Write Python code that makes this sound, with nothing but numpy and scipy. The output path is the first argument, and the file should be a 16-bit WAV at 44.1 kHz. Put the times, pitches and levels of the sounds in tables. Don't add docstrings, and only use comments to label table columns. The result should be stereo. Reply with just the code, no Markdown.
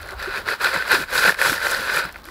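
import sys
import numpy as np
from scipy import signal
from scipy.fft import rfft, irfft
from scipy.io import wavfile

SR = 44100
rng = np.random.default_rng(int(sys.argv[2]) if len(sys.argv) > 2 else 0)


def to_wav(s):
    ch = np.atleast_2d(s).T
    pcm = np.round(np.clip(ch, -1, 1) * 32767)
    wavfile.write(sys.argv[1], SR, pcm.astype(np.int16))


def nominal_scale(level):
    x = np.asarray(level, float) / 20
    return 10 ** x


N = 101429
T = np.arange(N) / SR


def evened(x):
    return x / np.sqrt(np.mean(x ** 2) + 1e-20)


def read(points, size):
    hz, value = np.transpose(points)
    return np.interp(np.log(np.fft.rfftfreq(size, 1 / SR) + 1), np.log(hz + 1), value)


def causal(points):
    half = read(points, size=2048) * np.log(10) / 20
    log_spectrum = np.conj(signal.hilbert(np.r_[half, half[-2:0:-1]]))
    return np.fft.ifft(np.exp(log_spectrum)).real[:1024]


def slow(hz):
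    rates = np.geomspace(hz / 12, hz, num=20)
    return evened(sum(np.sin(2 * np.pi * (f * T + rng.random())) / np.sqrt(f) for f in rates))


def clicks(per_s, spread_db):
    size = nominal_scale(spread_db * np.minimum(rng.exponential(1, N), 5))
    size = size * (rng.random(N) < per_s / SR)
    return evened(size) * rng.choice([-1., 1.], (2, N))


# start_s, level_db
WIND_LEVEL = [(0.0, -41.5), (0.09, -47), (0.17, -43.5), (0.27, -45), (0.31, -41), (0.35, -50),
              (0.44, -44.5), (0.54, -61.5), (0.79, -46), (0.9, -59), (0.97, -50.5), (1.98, -50),
              (2.02, -57), (2.05, -48.5), (2.25, -52), (2.3, -47)]
# pitch_hz, level_db
WIND_SHAPE = [(15, -6), (30, 9.5), (65, 14), (100, 3.5), (200, -38)]


def wind():
    noise = rng.standard_normal((2, N))
    x = irfft(rfft(noise) * nominal_scale(read(WIND_SHAPE, size=N)), N)
    x = np.array([x[0], 0.82 * x[0] + 0.4 * x[1]])
    gust_db = np.interp(T, *np.transpose(WIND_LEVEL)) + 1.0 * slow(10)
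    return nominal_scale(gust_db) * evened(x)


# pitch_hz, level_db (per Hz)
CREEK_SHAPE = [(120, -6.5), (400, -5.5), (1500, -3.5), (2900, -15), (4300, -12.5), (6500, -23.5),
               (11500, -23), (15500, -19)]
# start_s, level_db
CREEK_LEVEL = [(0, -43), (.45, -42.5), (1.1, -47.5), (1.4, -45.5), (2.05, -41), (2.2, -46.5), (2.3, -49.5)]


def creek():
    splashes = clicks(per_s=3500, spread_db=2.0)
    x = signal.oaconvolve(splashes, causal(CREEK_SHAPE)[None], axes=1)[:, :N]
    flow_db = np.interp(T, *np.transpose(CREEK_LEVEL)) + 1.2 * slow(19)
    return nominal_scale(flow_db) * evened(x)


# start_s, peak_s, end_s
STROKES = [(-.1, 0.015, 0.097), (0.027, 0.093, 0.17), (0.163, 0.243, 0.34), (0.271, 0.375, .43),
           (0.449, 0.498, .58), (0.588, 0.638, 0.75), (0.704, 0.745, 0.83), (.75, .82, 0.87),
           (0.83, 0.895, 0.75), (.895, 0.928, 0.99), (0.902, 0.998, 1.062), (1.079, 1.181, 1.354),
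           (1.21, 1.287, 1.335), (1.362, 1.438, 1.58), (1.42, 1.5, 1.62), (1.561, 1.675, 1.804),
           (1.675, 1.806, 1.94), (1.841, 1.975, 2.028), (1.96, 2.022, 2.1), (2.075, 2.087, 2.13),
           (2.23, 2.265, 2.36)]
# stones_db, spray_db
FORCE = [(-41, -59), (-37.5, -52), (-28.5, -44), (-25.5, -39.5), (-23, -35.5), (-19.5, -30), (-20.5, -34),
         (-30.5, -42), (-23, -35), (-14, -24), (-25.5, -33.5), (-18.5, -25), (-17, -25), (-20, -25.5),
         (-23, -28), (-22.5, -29.5), (-25, -34.5), (-19, -28.5), (-28, -43.5), (-39.5, -71), (-48, -51)]


def effort(column, lag_s, steep):
    power = np.zeros(N)
    for (begin, peak, end), force in zip(STROKES, FORCE):
        side_s = np.where(T < peak + lag_s, peak - begin, end - peak)
        u = (T - peak - lag_s) / side_s
        power += nominal_scale(force[column] - 20 * steep * abs(u) ** 2.2) ** 2
    return np.sqrt(power)


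# start_s, level_db
KNOCKS = [(0.063, -35), (0.089, -25), (0.118, -29), (0.191, -31), (0.199, -28), (0.227, -23), (0.242, -20),
          (0.32, -30), (0.373, -13.5), (0.478, -14.5), (0.486, -9.5), (0.61, -19), (0.617, -17),
          (0.645, -8.5), (0.71, -22), (0.729, -13.5), (0.743, -14), (0.761, -9.5), (0.823, -14.5),
          (0.858, -20.5), (0.878, -15), (0.899, -18), (0.913, -7.5), (0.928, -20), (0.949, -2.5),
          (0.957, -8.5), (1.037, -21), (1.101, -30), (1.114, -23), (1.13, -14.5), (1.16, -13), (1.177, -15),
          (1.219, -15), (1.242, -34), (1.259, -7), (1.277, -1.5), (1.293, -1.5), (1.322, -14.5),
          (1.343, -19), (1.347, -19), (1.389, -13.5), (1.414, -4.5), (1.422, -7.5), (1.459, -6),
          (1.496, -9), (1.528, -7.5), (1.58, -17.5), (1.615, -16), (1.667, -8), (1.746, -14.5),
          (1.785, -23), (1.897, -12.5), (1.972, -5), (2.039, -23), (2.051, -17), (2.09, -24), (2.143, -29),
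          (2.158, -21.5), (2.256, -31), (2.286, -27.5)]


def big_stones():
    out = np.zeros((2, N))
    for s, db in KNOCKS:
        at = round(s * SR)
        out[0, at] = out[1, at + rng.integers(8, 30)] = nominal_scale(db)
    return out


# pitch_hz, level_db, t60_s
BOWL = [(194, -33.5, 0.026), (378, -26.5, 0.017), (543, -17, 0.025), (793, -17.5, 0.015), (1066, -9, 0.011),
        (1451, -4, 0.02), (1640, -2, 0.015), (1990, -12, 0.017), (2354, -8, 0.011), (2950, -12.5, 0.0032),
        (3982, -5.5, 0.0064), (4597, -10.5, 0.0076)]


def bowl_ring(t):
    ring = np.zeros(len(t))
    for m, (hz, db, t60) in enumerate(BOWL):
        decay = nominal_scale(db - 60 * t / t60 + 3.85 * rng.standard_normal())
        patch_hz = hz * (1 + 0.097 * rng.uniform(-0.95, 1))
        ring += (-1) ** m * decay * np.sin(2 * np.pi * patch_hz * t)
    ring *= 1 - np.exp(-t / 0.00027)
    return ring / abs(ring).max()


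def stones(shower):
    knock_db, clatter_s = 2.5, 0.0014
    impacts = np.array([shower, big_stones()])
    patch = rng.integers(0, 16, N)
    rung = np.zeros((2, 2, N))
    for k in range(16):
        ring = bowl_ring(T[:1500])
        rung += signal.oaconvolve(impacts * (patch == k), ring[None, None], axes=2)[..., :N]

    lag = T[:500] / clatter_s
    clatter = (rng.random((2, 500)) < .03) * rng.standard_normal((2, 500)) * lag * np.exp(1 - lag ** 2)
    clatter[:, 0] = 1.7
    clatter = clatter / np.linalg.norm(clatter, axis=1)[:, None]
    big = signal.oaconvolve(rung[1], clatter, axes=1)[:, :N]
    big = signal.lfilter(*signal.butter(2, [804, 2780], "band", fs=SR), big)

    both = effort(column=0, lag_s=0, steep=1) * evened(rung[0]) + nominal_scale(knock_db) * big
    return signal.sosfilt(signal.butter(2, 130, "high", fs=SR, output="sos"), both)


# pitch_hz, level_db
SPRAY = [(2000, -8.5), (5000, -1), (6500, -6), (7600, -3.5), (8800, -7), (11500, -2.5), (13500, -10),
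         (15500, -9.5)]


def spray(shower):
    stone_tick_db, flicker_db = -9, 0.5
    grains = clicks(per_s=9000, spread_db=3.0) + nominal_scale(stone_tick_db) * shower
    fizz = evened(signal.oaconvolve(grains, causal(SPRAY)[None], axes=1)[:, :N])
    flicker = nominal_scale(flicker_db * slow(49.58))
    return effort(column=1, lag_s=0.003, steep=1.23) * flicker * fizz


# start_s, level_db, pitch_hz, ring_db (over the burst)
TICKS = [(.016, -32, 11100, 7), (.022, -28.5, 9100, 6), (.029, -30.5, 4460, 16), (.061, -35, 10500, 10),
         (.073, -34, 7800, 13), (.087, -29, 9000, 3), (.108, -25, 4150, 14), (.122, -32.5, 10000, 1),
         (.129, -36, 9000, 6), (.142, -38, 11000, 6), (.194, -30.5, 5000, 4), (.2, -30, 4670, 13),
         (.227, -20, 4000, 8), (.476, -26, 4600, 10), (.485, -20, 4000, 16), (.505, -26, 8900, 6),
         (.535, -31, 11500, 10), (.644, -11, 4050, 15), (.742, -22, 7950, 9), (.917, -14, 11000, 12),
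         (1.178, -17, 4300, 24), (1.326, -24, 11000, 4.5), (1.344, -20, 4540, 9), (1.397, -20, 3900, 9),
         (1.416, -16, 11030, 11), (1.713, -13, 10600, 9.5), (1.746, -20, 4400, 18), (1.962, -23, 11000, 21),
         (2.006, -31, 11000, 9), (2.043, -29, 8500, 10), (2.053, -22.5, 14500, 10), (2.089, -34, 14500, 6),
         (2.114, -48, 4600, 11), (2.125, -28.5, 15000, 8), (2.159, -38, 4300, 8), (2.168, -38, 14400, 7),
         (2.242, -36, 4380, 17.5), (2.254, -26, 11500, 3), (2.266, -43, 4600, 14), (2.287, -31.5, 10000, 0)]


def ticks():
    level_db, burst_t60, sharpness = -2, .011, 7.3
    tap = causal(SPRAY)[None]
    tap = tap / np.linalg.norm(tap) / 2
    out, t = np.zeros((2, N)), T[:400]
    for s, db, hz, ring_db in TICKS:
        noise = rng.standard_normal((2, 400)) * nominal_scale(-60 * t / burst_t60)
        burst = signal.oaconvolve(noise, tap, axes=1)[:, :400]
        ring = signal.lfilter(*signal.iirpeak(hz, sharpness, fs=SR), burst)
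        burst = burst + nominal_scale(ring_db) * ring
        part = out[:, round(s * SR):][:, :400]
        part += nominal_scale(db + level_db) * burst[:, :part.shape[1]]
    return out


# peak_s, half_length_s, lowest_hz, highest_hz, level_db
SLOSHES = [(0.049, 0.059, 358, 704, -45.5), (0.371, 0.038, 300, 593, -46), (0.495, 0.04, 296, 620, -36),
           (2.06, .03, 110, 395, -41), (2.22, 0.037, 147, 230, -50), (0.289, 0.0277, 111, 220, -48),
           (0.136, 0.031, 530, 1290, -35.5), (0.764, 0.029, 129, 605, -35), (0.951, 0.036, 268, 680, -28.5),
           (0.999, 0.05, 118, 329, -35), (1.279, 0.057, 151, 840, -34), (1.498, 0.053, 90, 333, -36.5),
           (1.528, 0.0147, 206, 890, -29), (1.79, 0.043, 109, 298, -40.5), (1.969, 0.041, 109.2, 690, -41),
           (2.29, 0.036, 255, 490, -46)]


def sloshes():
    gulps_per_s, gulp_cycles = 800, 3.64
    out, t = np.zeros((2, N)), T[:2600]
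    for s, half, low_hz, high_hz, db in SLOSHES:
        draw, crowd = rng.random((80, 4)), np.zeros(N)
        freed = draw[:, 3] < gulps_per_s * 2.4 * half / 80
        for at, pitch, size, _ in draw[freed]:
            hz = low_hz * (high_hz / low_hz) ** pitch
            swell = nominal_scale(10.0 * size) * t * hz * np.exp(-t * hz * 3.2 / gulp_cycles)
            gulp = swell * np.sin(2 * np.pi * hz * t * (1 + 0.035 * hz * t))
            part = crowd[int((s + half * (2.4 * at - 1.2)) * SR):][:len(t)]
            part += gulp[:len(part)]
        bell = nominal_scale(-20 * ((T - s) / half) ** 2)
        loudness = np.sqrt(np.sum((bell * crowd) ** 2) / np.sum(bell ** 2) + 1e-20)
        pair = np.array([crowd, np.roll(crowd, 150)])
        out += nominal_scale(db) * bell * pair / loudness
    return out


# start_s, pitch_hz, level_db, t60_s
BUBBLES = [
    (.271, 372, -14.5, .055),
    (.122, 800, -32, .05),
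    (.115, 365, -31, .09),
    (.94, 390, -24, .05),
]


def bubbles():
    rise_s, glide_per_s = .009, .9
    out = np.zeros(N)
    for s, hz, db, t60 in BUBBLES:
        t = np.maximum(T - s, 0)
        swell = nominal_scale(db - 60 * t / t60) * (1 - np.exp(-(t / rise_s) ** 2))
        out += swell * np.sin(2 * np.pi * hz * t * (1 + glide_per_s * t))
    return np.array([out, out])


# pitch_hz, likeness (0 to 1)
SAME = [(100, 0.96), (600, 0.97), (1300, 0.87), (2400, 0.73), (4400, 0.42), (8000, 0.13), (15000, 0.36)]
# pitch_hz, level_db
LEAN = [(30, -3), (130, -1), (290, 0.5), (640, -1.5), (1410, -0.5), (3100, 9.5), (5500, -1), (9500, 4.5),
        (14000, -2)]
# pitch_hz, phase_rad
LEAD = [(100, -0.32), (700, 0.46), (1500, 0.66), (2670, 1.45), (3700, -0.63), (5000, 0.55), (8000, 1.88)]


def ports(pair):
    same = np.clip(read(SAME, size=N), 0, 1)
    left, other = rfft(pair)
    right = same * left * np.exp(-1j * read(LEAD, size=N)) + np.sqrt(1 - same ** 2) * other
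    lean = nominal_scale(read(LEAN, size=N) / 2)
    return irfft(np.array([left * lean, right / lean]), N)


def bank(near):
    level_db, t60 = -13, 0.03
    t = T[:3000]
    tail = rng.standard_normal((1, 3000)) * nominal_scale(-60 * t / t60) * (t > .002)
    scatter = signal.oaconvolve(near, tail / np.linalg.norm(tail), axes=1)[:, :N]
    return near + nominal_scale(level_db) * scatter


def scene():
    shower = clicks(per_s=2600, spread_db=1.14) * nominal_scale(1.65 * slow(60))
    near = stones(shower) + spray(shower) + ticks() + sloshes() + bubbles()
    return ports(bank(near) + creek()) + wind()


def top_cut(x):
    return signal.sosfilt(signal.butter(12, 16980, fs=SR, output="sos"), x)


def record(dry):
    warm = np.tanh(dry * 1.11) / 0.97
    low_pass = signal.firwin(511, 15720, window=("kaiser", 7), fs=SR)
    mix = signal.oaconvolve(warm, low_pass[None], "same")
    return top_cut(mix)


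dry = scene()
out = record(dry)
to_wav(out)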